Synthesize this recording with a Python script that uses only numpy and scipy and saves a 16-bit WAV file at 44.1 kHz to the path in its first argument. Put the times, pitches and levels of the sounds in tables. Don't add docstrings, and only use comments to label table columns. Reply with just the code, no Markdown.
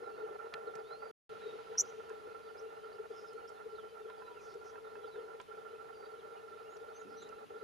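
import sys
import numpy as np
from scipy import signal
from scipy.fft import rfft, irfft, next_fast_len
from scipy.io import wavfile
from scipy.ndimage import uniform_filter1d

SR = 44100
rng = np.random.default_rng(int(sys.argv[2]) if len(sys.argv) > 2 else 0)


def generate_wav(signal):
    frames = np.transpose(np.atleast_2d(signal))
    scaled = np.clip(frames, -1, 1) * 32767
    pcm = np.round(scaled).astype(np.int16)
    wavfile.write(sys.argv[1], SR, pcm)


N = 336483
TIME = np.arange(N) / SR

# (frequency [Hz], relative density [dB/Hz])
AIR_MID_SPECTRUM = [(25, -111), (80, -94.5), (250, -95), (500, -91.5), (1000, -102.5), (1600, -102),
                    (3000, -105), (5000, -112), (7200, -117), (8300, -124), (9000, -118), (10200, -115.7),
                    (13000, -122.7), (15000, -132)]
AIR_SIDE_SPECTRUM = [(25, -112), (80, -95.5), (200, -84.5), (500, -96), (1100, -89.5), (1600, -104),
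                     (3000, -109), (5000, -116), (8300, -126), (10000, -120), (14000, -131)]
# (start [s], end [s], level [dB])
TONE_SPANS = [(1.3, 2.25, -74), (4.15, 5.347, -74)]
# (time [s], length [s], start [Hz], middle [Hz], end [Hz], relative level [dB], rasp [Hz])
FAR_CHIRPS = [(.08, .19, 4520, 4400, 4470, -70, 44), (.11, .056, 2830, 2730, 2700, -64, 33),
              (.668, .022, 4650, 4150, 3750, -64, 60), (.786, .018, 5350, 4780, 4400, -63, 60),
              (.864, .022, 4700, 4250, 3950, -64, 60), (.83, .16, 3530, 3920, 4390, -60, 30),
              (.975, .14, 4380, 4620, 4600, -66, 35), (1.40, .16, 3990, 3780, 3740, -61.5, 50),
              (1.84, .038, 3790, 5140, 4820, -62, 120), (2.57, .034, 4900, 5150, 5750, -58.5, 100),
              (2.593, .012, 5700, 6150, 5950, -59, 100), (2.92, .04, 4100, 4850, 5150, -62, 200),
              (3.474, .017, 4600, 5450, 4800, -58, 200), (3.745, .085, 4400, 3500, 2950, -62, 90),
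              (4.16, .06, 5080, 4650, 4300, -69, 100), (4.23, .08, 4000, 3980, 3990, -64, 35),
              (4.361, .06, 2850, 2550, 2380, -59, 69), (4.95, .14, 3410, 3370, 3300, -67, 80),
              (5.063, .04, 5100, 4550, 4200, -66, 100), (5.105, .065, 4000, 3950, 3600, -64, 100),
              (5.74, .03, 2400, 2550, 2620, -64, 60), (5.925, .16, 4880, 4600, 4790, -65, 15),
              (6.03, .018, 4000, 3850, 3650, -65, 60), (6.058, .013, 3600, 3850, 3900, -65, 60),
              (6.11, .028, 4650, 4350, 4000, -67.5, 60), (6.185, .045, 4050, 3200, 3000, -65, 60),
              (6.355, .05, 3050, 2800, 2720, -64, 130), (6.645, .05, 2550, 2780, 2850, -63.5, 50),
              (6.698, .031, 6400, 6680, 6950, -60.5, 60), (6.732, .032, 6650, 7000, 5900, -64.5, 70),
              (6.937, .07, 5980, 6270, 6750, -62, 45), (6.996, .026, 6740, 6900, 5300, -62.5, 60),
              (7.085, .075, 5500, 5150, 4700, -67.5, 170), (7.164, .061, 5800, 6000, 6540, -59.5, 40),
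              (7.218, .031, 6700, 7080, 5370, -62, 60), (7.17, .11, 4100, 3870, 3880, -58.5, 150)]
# (time [s], length [s], relative level [dB])
TRILL_BURSTS = [(3.125, .115, -62.5), (3.26, .05, -65)]
# (middle [s], length [s], centre [Hz], width [Hz], level [dB])
FAR_RASPS = [(3.2, 0.21, 5600, 1900, -76), (3.17, .15, 2800, 1000, -73), (4.444, 0.079, 5800, 1500, -69.3),
             (4.515, .075, 4900, 1400, -68.8), (4.679, 0.071, 5700, 1250, -68)]
# (time [s], level [dB], centre [Hz], decay [s])
HOUSING_TICKS = [(.5385, -42, 2400, 0.003), (.7537, -53, 2000, 0.003), (.754, -55.5, 5950, 0.0037),
                 (2.0956, -64.5, 6460, 0.0035), (3.3323, -63.5, 6950, .003), (3.492, -64, 6700, .004),
                 (4.099, -59, 2600, .006), (4.541, -66, 6400, .003), (5.4, -53, 2570, 0.0086),
                 (5.414, -60.5, 6020, .003), (6.768, -61, 4950, 0.0041), (7.2903, -62, 5400, 0.0032)]
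HOUSING_BUMPS = [(.538, -60, 179, 0.013), (.754, -57.5, 169, 0.011), (7.05, -56, 280, 0.059),
                 (7.2, -69, 251, 0.49)]
# (time [s], relative level [dB], hardness [dB/octave])
LENS_CONTACTS = [(1.419, -57, 2), (1.753, -55, 4), (2.102, -53.5, 0), (4.099, -56.5, -5),
                 (4.2205, -53.5, 0), (4.756, -56, 3), (4.955, -56, 2), (5.1575, -55.5, 0),
                 (5.4005, -56, -6)]
PLASTIC_CONTACTS = [(0.5393, -43, 1), (0.5416, -41.5, -1)]
# (frequency [Hz], gain [dB], t60 [s])
LENS_MODES = [(802, -6.5, .06), (1003, 1.5, 0.07), (1367, 2, 0.044), (1602, 1, 0.039), (1820, -4, .05),
              (2620, -11, 0.099)]
PLASTIC_MODES = [(1350, 1, 0.026), (1800, -2.5, 0.034), (2560, -1.5, 0.0154), (4080, -10, 0.021),
                 (4470, 3, 0.0046)]
# (frequency [Hz], width [Hz], left gain [dB], right gain [dB], left phase lead [rad])
BODY_MODES = [(441.7, 42.8, 1, -2.5, -1), (394, 48, -19.5, -19, 0.7), (569, 72, -13, -29, -3),
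              (633, 70, -14.5, -16.5, 4), (674, 30.2, -23, -28, 3.5), (790, 104, -12.5, -7.5, 3.5),
              (886, 98, -21, -16.5, 3), (961.4, 33, -22.5, -16, -4), (1053, 84, -24.5, -20, -8.5),
              (1187, 100, -20, -35, 1.5), (1368.7, 90, -21.5, -5, 0.43), (1600, 110, -46, -31.5, -0.5),
              (1775, 88, -41.5, -20, 0.6), (1987, 230, -40.5, -30.5, 1), (2128, 96, -26.5, -45, -0.8),
              (2545, 62, -29, -52, 3.5)]
# (start [s], end [s], hum [dB], whirr [dB])
DRIVE_RUNS = [(0, 0.37, -51, -55), (0.385, 1.11, -52.5, -54.5), (1.293, 5.419, -54.3, -58.5),
              (5.483, 7.448, -54.3, -58.5), (7.502, 8.24, -52, -58)]
# (time [s], boost [dB], half length [s])
HUM_SURGES = [(.24, 7, 0.045), (0.324, 6, .018), (0.573, 8, 0.012), (0.687, 7.5, 0.021),
              (0.788, 5.5, 0.061), (1.327, 4.5, 0.018), (1.47, 11, 0.032), (1.557, 7.5, 0.033),
              (1.719, 7.5, 0.033), (1.984, 8, 0.019), (2.114, 10, 0.015), (2.277, 10.5, 0.018),
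              (2.655, 8, 0.041), (2.865, 6.5, 0.016), (3.005, 9, 0.018), (3.11, 9, .022), (3.22, 8, 0.015),
              (3.356, 7, 0.015), (3.673, 9.5, 0.026), (3.761, 8, 0.027), (3.837, 8, 0.016),
              (4.059, 10.5, 0.026), (4.563, 9, 0.021), (4.769, 5.5, .025), (4.856, 6, 0.017),
              (4.972, 6.5, 0.019), (5.057, 9.5, 0.017), (5.19, 6, 0.05), (5.744, 11, 0.01)]
# (time [s], boost [dB])
WHIRR_FLARES = [(.145, 6), (.387, 6), (.452, 5.5), (.553, 4), (.678, 6.5), (2.344, 11), (2.497, 4),
                (2.841, 5), (3.243, 5.5), (3.376, 6.5), (3.487, 7), (3.783, 5.5), (4.544, 5), (4.562, 7),
                (4.832, 4.5), (5.04, 6), (5.285, 7.5), (5.505, 6.5), (5.647, 7.5), (5.709, 4), (5.783, 8.5),
                (6.03, 5), (6.306, 8), (6.524, 7.5), (6.599, 6), (6.888, 6.5), (7.32, 6)]
# (time [s], length [s], start [Hz], middle [Hz], end [Hz], relative level [dB], rasp [Hz])
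CALL_PULSES = [(1.7755, .0052, 5650, 5550, 5500, -36, 150), (1.7806, .006, 5850, 5950, 5600, -25.3, 170),
               (1.7868, .0065, 5650, 6100, 6400, -23.8, 170), (1.7943, .0078, 6400, 5950, 6050, -22.3, 150),
               (1.8, .008, 6300, 6450, 6250, -24, 170), (1.8015, .008, 7050, 7400, 7000, -36.5, 200),
               (1.8062, .006, 5950, 5900, 6150, -24.5, 170), (1.811, .0085, 6550, 6900, 6650, -34.5, 170)]
# (middle [s], length [s], centre [Hz], width [Hz], level [dB])
CALL_SIZZLE = [(1.786, .006, 10000, 900, -60), (1.803, .024, 12900, 2900, -55.5)]
# (delay [s], gain [dB])
CALL_ECHOES = [(.0052, -16), (0.013, -22.5), (0.093, -38)]


def from_db(db):
    return 10 ** (np.asarray(db) / 20)


def band(x, low_hz, high_hz, order=2):
    sos = signal.butter(order, [low_hz, min(high_hz, .45 * SR)], "band", fs=SR, output="sos")
    return signal.sosfilt(sos, x + 1e-18)


def wander(rate_hz, size=N):
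    steps = np.arange(size) * rate_hz / SR
    knots = rng.standard_normal(int(steps[-1]) + 2)
    return np.interp(steps, np.arange(len(knots)), knots) * np.sqrt(3 / 2)


def swell(peak_s, rise_s, fall_s):
    return np.exp(-((TIME - peak_s) / np.where(TIME < peak_s, rise_s, fall_s)) ** 2)


def shaped_noise(spectrum):
    hz, db = np.transpose(spectrum)
    size = next_fast_len(N)
    bins_hz = np.maximum(np.arange(size // 2 + 1) * SR / size, 1)
    gain = from_db(np.interp(np.log(bins_hz), np.log(hz), db)) * np.sqrt(SR / 2)
    return irfft(rfft(rng.standard_normal(size)) * gain, size)[:N]


def noise_humps(rows, order=2):
    out = np.zeros(N)
    for middle_s, length_s, hz, width_hz, db in rows:
        noise = band(rng.standard_normal(N), hz - width_hz / 2, hz + width_hz / 2, order)
        noise /= np.sqrt(np.mean(noise ** 2))
        out += from_db(db) * noise * swell(middle_s, length_s / 2, length_s / 2)
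    return out


def whistles(rows, quaver_hz=48):
    out = np.zeros(N + SR)
    for time_s, length_s, start_hz, middle_hz, end_hz, db, rasp_hz in rows:
        size = int(length_s * SR)
        progress = np.linspace(0, 1, size)
        glide_hz = np.polyval(np.polyfit([0, .5, 1], [start_hz, middle_hz, end_hz], 2), progress)
        pitch_hz = glide_hz + quaver_hz * wander(90, size) + rasp_hz * wander(900, size)
        envelope = from_db(db) * np.sqrt(np.abs(np.sin(np.pi * progress)))
        first = int(time_s * SR)
        out[first:first + size] += envelope * np.sin(2 * np.pi * np.cumsum(pitch_hz) / SR)
    return out[:N]


def scatter(x, t60_s):
    age_s = TIME[:SR // 2]
    tails = rng.standard_normal((2, len(age_s))) * from_db(-60 * age_s / t60_s)
    tails /= np.sqrt(np.sum(tails ** 2, axis=1, keepdims=True))
    return signal.fftconvolve(x[None], tails, axes=1)[:, :N]


def air(treble_db=-.56, treble_gust_db=6, low_db=-5, low_gust_db=3):
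    gust = swell(peak_s=1.39, rise_s=.18, fall_s=.86)
    hiss = shaped_noise(AIR_MID_SPECTRUM) + shaped_noise(AIR_SIDE_SPECTRUM) * [[1], [-1]]
    treble = band(hiss, 1900, 5200, order=1) * (from_db(treble_db + treble_gust_db * gust) - 1)
    low = band(hiss, 40, 1450, order=1) * (from_db(low_db + low_gust_db * gust) - 1)
    return hiss + treble + low


def far_tone(pitch_hz=990, waver_hz=28, flutter_db=5.5):
    level = sum(from_db(db) * ((TIME > start_s) & (TIME < end_s)) for start_s, end_s, db in TONE_SPANS)
    phase = 2 * np.pi * np.cumsum(pitch_hz + waver_hz * wander(60)) / SR
    return uniform_filter1d(level, SR // 8) * from_db(flutter_db * wander(13)) * np.sin(phase)


def far_chorus(count=420, low_hz=2400, high_hz=5100, note_s=.05, glide=.1, max_db=-71, rasp_hz=70):
    when, height, length, bend, slope, distance = rng.random((count, 6)).T
    hz = low_hz * (high_hz / low_hz) ** height
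    rise = np.exp(glide * (2 * slope - 1))
    middle_hz = hz * (1 + glide * (bend - .5))
    db = max_db - 6 * distance - 20 * np.log10(hz / low_hz)
    time_s, length_s = when * TIME[-1], note_s * (.3 + length)
    return whistles(zip(time_s, length_s, hz / rise, middle_hz, hz * rise, db, np.full(count, rasp_hz)))


def far_trill(pitch_hz=5080, pulse_hz=98, arch_hz=140, rasp_hz=140, depth=.6):
    pulse = np.cos(2 * np.pi * pulse_hz * TIME)
    phase = 2 * np.pi * np.cumsum(pitch_hz + arch_hz * pulse + rasp_hz * wander(900)) / SR
    level = np.zeros(N)
    for time_s, length_s, db in TRILL_BURSTS:
        progress = np.clip((TIME - time_s) / length_s, 0, 1)
        level += from_db(db) * np.sqrt(np.sin(np.pi * progress).clip(0))
    return level * (1 + depth * pulse) * np.sin(phase)


def far_birds(chirp_gain_db=-4.6, wet_db=-6, waver_db=2.6):
    twitter = far_chorus()
    chirps = from_db(chirp_gain_db) * (whistles(FAR_CHIRPS) + far_trill())
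    chirps *= from_db(waver_db * wander(70))
    rasps = noise_humps(FAR_RASPS)
    blur = scatter(from_db(wet_db) * chirps + twitter, t60_s=.19)
    return chirps + twitter + rasps + (blur + blur.mean(axis=0)) / 2


def noise_taps(rows, band_ratio, side_db):
    out = np.zeros((2, N))
    for time_s, db, hz, decay_s in rows:
        mid, side = rng.standard_normal((2, N))
        noise = mid + from_db(side_db) * side * [[1], [-1]]
        first = int(time_s * SR)
        age_s = TIME[:min(SR // 2, N - first)]
        envelope = np.zeros(N)
        envelope[first:first + len(age_s)] = np.exp(-age_s / decay_s)
        low_hz, high_hz = hz / band_ratio, hz * band_ratio
        power_share = (high_hz - low_hz) / (SR / 2)
        out += band(noise * envelope, low_hz, high_hz) * from_db(db) / np.sqrt(power_share)
    return out


def struck(contacts, modes, vary_db):
    out, age_s = np.zeros(N), TIME[:SR // 5]
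    centre_hz = np.mean([mode[0] for mode in modes])
    for time_s, contact_db, db_per_octave in contacts:
        first = int(time_s * SR)
        for hz, mode_db, t60_s in modes:
            tilt_db = db_per_octave * np.log2(hz / centre_hz)
            onset_db = contact_db + mode_db + tilt_db + vary_db * rng.standard_normal()
            ring = from_db(onset_db - 60 * age_s / t60_s) * np.sin(2 * np.pi * hz * age_s)
            out[first:first + len(age_s)] += rng.choice([-1, 1]) * ring
    return out


def handling(lens_left_db=-5.5, lens_right_db=4):
    ticks = noise_taps(HOUSING_TICKS, band_ratio=1.32, side_db=-5.5)
    bumps = noise_taps(HOUSING_BUMPS, band_ratio=1.35, side_db=-3)
    knocks = struck(LENS_CONTACTS, LENS_MODES, vary_db=2.5) * from_db([[lens_left_db], [lens_right_db]])
    return ticks + bumps + knocks + struck(PLASTIC_CONTACTS, PLASTIC_MODES, vary_db=2)


def camera_body(force, modes, window_s):
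    out = np.zeros((2, N))
    for hz, width_hz, left_db, right_db, lead_rad in modes:
        radius = np.exp(-np.pi * width_hz / SR)
        pole = radius * np.exp(2j * np.pi * hz / SR)
        shaking = force * rng.standard_normal(N)
        motion = signal.lfilter([(1 - radius) ** 2], [1, -2 * pole, pole ** 2], shaking)
        out[0] += from_db(left_db) * (motion * np.exp(1j * lead_rad)).real
        out[1] += from_db(right_db) * motion.real
    return out / np.sqrt(uniform_filter1d(out.mean(axis=0) ** 2, int(window_s * SR)) + 1e-20)


def drive_force(jerks_per_s=76, depth_db=4.5):
    jerk_index = np.cumsum(rng.random(N) < jerks_per_s / SR)
    return from_db(depth_db * np.minimum(rng.standard_normal(N), 1))[jerk_index]


def whirr_flares(whirr, dip_db=3, dip_s=.009, rise_s=.004, fall_s=.023):
    dips = sum(swell(time_s - dip_s, dip_s, dip_s / 2) for time_s, _ in WHIRR_FLARES)
    whirr = whirr * from_db(-dip_db * dips)
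    flare_db = sum(db * swell(time_s + rise_s, rise_s, fall_s) for time_s, db in WHIRR_FLARES)
    return whirr + band(whirr, 1280, 1460, order=1) * (from_db(flare_db) - 1)


def lens_drive(rest_db=-15, unsteady_db=1.12, start_boost_db=1.5, settle_s=.22, ramp_s=.011):
    hum_db, whirr_db = np.zeros((2, N)) + np.mean(DRIVE_RUNS, axis=0)[2:, None] + rest_db
    for start_s, end_s, run_hum_db, run_whirr_db in DRIVE_RUNS:
        running = (TIME >= start_s) & (TIME < end_s)
        hum_db[running] = run_hum_db
        whirr_db[running] = run_whirr_db + start_boost_db * np.exp((start_s - TIME[running]) / settle_s)
    hum_db, whirr_db = uniform_filter1d([hum_db, whirr_db], int(ramp_s * SR))
    hum_db += unsteady_db * wander(22)
    hum_db += sum(db * swell(time_s, half_s, half_s) for time_s, db, half_s in HUM_SURGES)
    force = drive_force()
    hum = camera_body(np.sqrt(force), BODY_MODES[:2], window_s=.082) * from_db(hum_db)
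    whirr = camera_body(force, BODY_MODES[2:], window_s=.14) * from_db(whirr_db)
    return hum + whirr_flares(whirr)


def bunting(roughness=.22, side_db=-17.5, side_delay_s=.001261, wet_db=-28.5, sizzle_wet_db=-11):
    pulses = whistles(CALL_PULSES) * (1 + roughness * wander(1400))
    sizzle = noise_humps(CALL_SIZZLE, order=4)
    call = band(pulses, 5250, 7750, order=5) + sizzle
    echoes = sum(from_db(db) * np.interp(TIME - delay_s, TIME, call) for delay_s, db in CALL_ECHOES)
    side_echo = from_db(side_db) * np.interp(TIME - side_delay_s, TIME, call) * [[1], [-1]]
    tail = from_db(wet_db) * scatter(band(call, 5900, 7500), t60_s=.57).mean(axis=0)
    sizzle_tail = from_db(sizzle_wet_db) * scatter(sizzle, t60_s=.14)
    return call + echoes + side_echo + tail + sizzle_tail


def scene():
    return bunting() + far_birds() + far_tone() + air() + lens_drive() + handling()


def record(dry):
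    mute_start_s, mute_end_s, cutoff_hz = 1.113, 1.293, 15300
    audible = (TIME < mute_start_s) | (TIME > mute_end_s)
    return signal.sosfilt(signal.ellip(10, .1, 80, cutoff_hz, fs=SR, output="sos"), dry * audible)


dry = scene()
out = record(dry)
generate_wav(out)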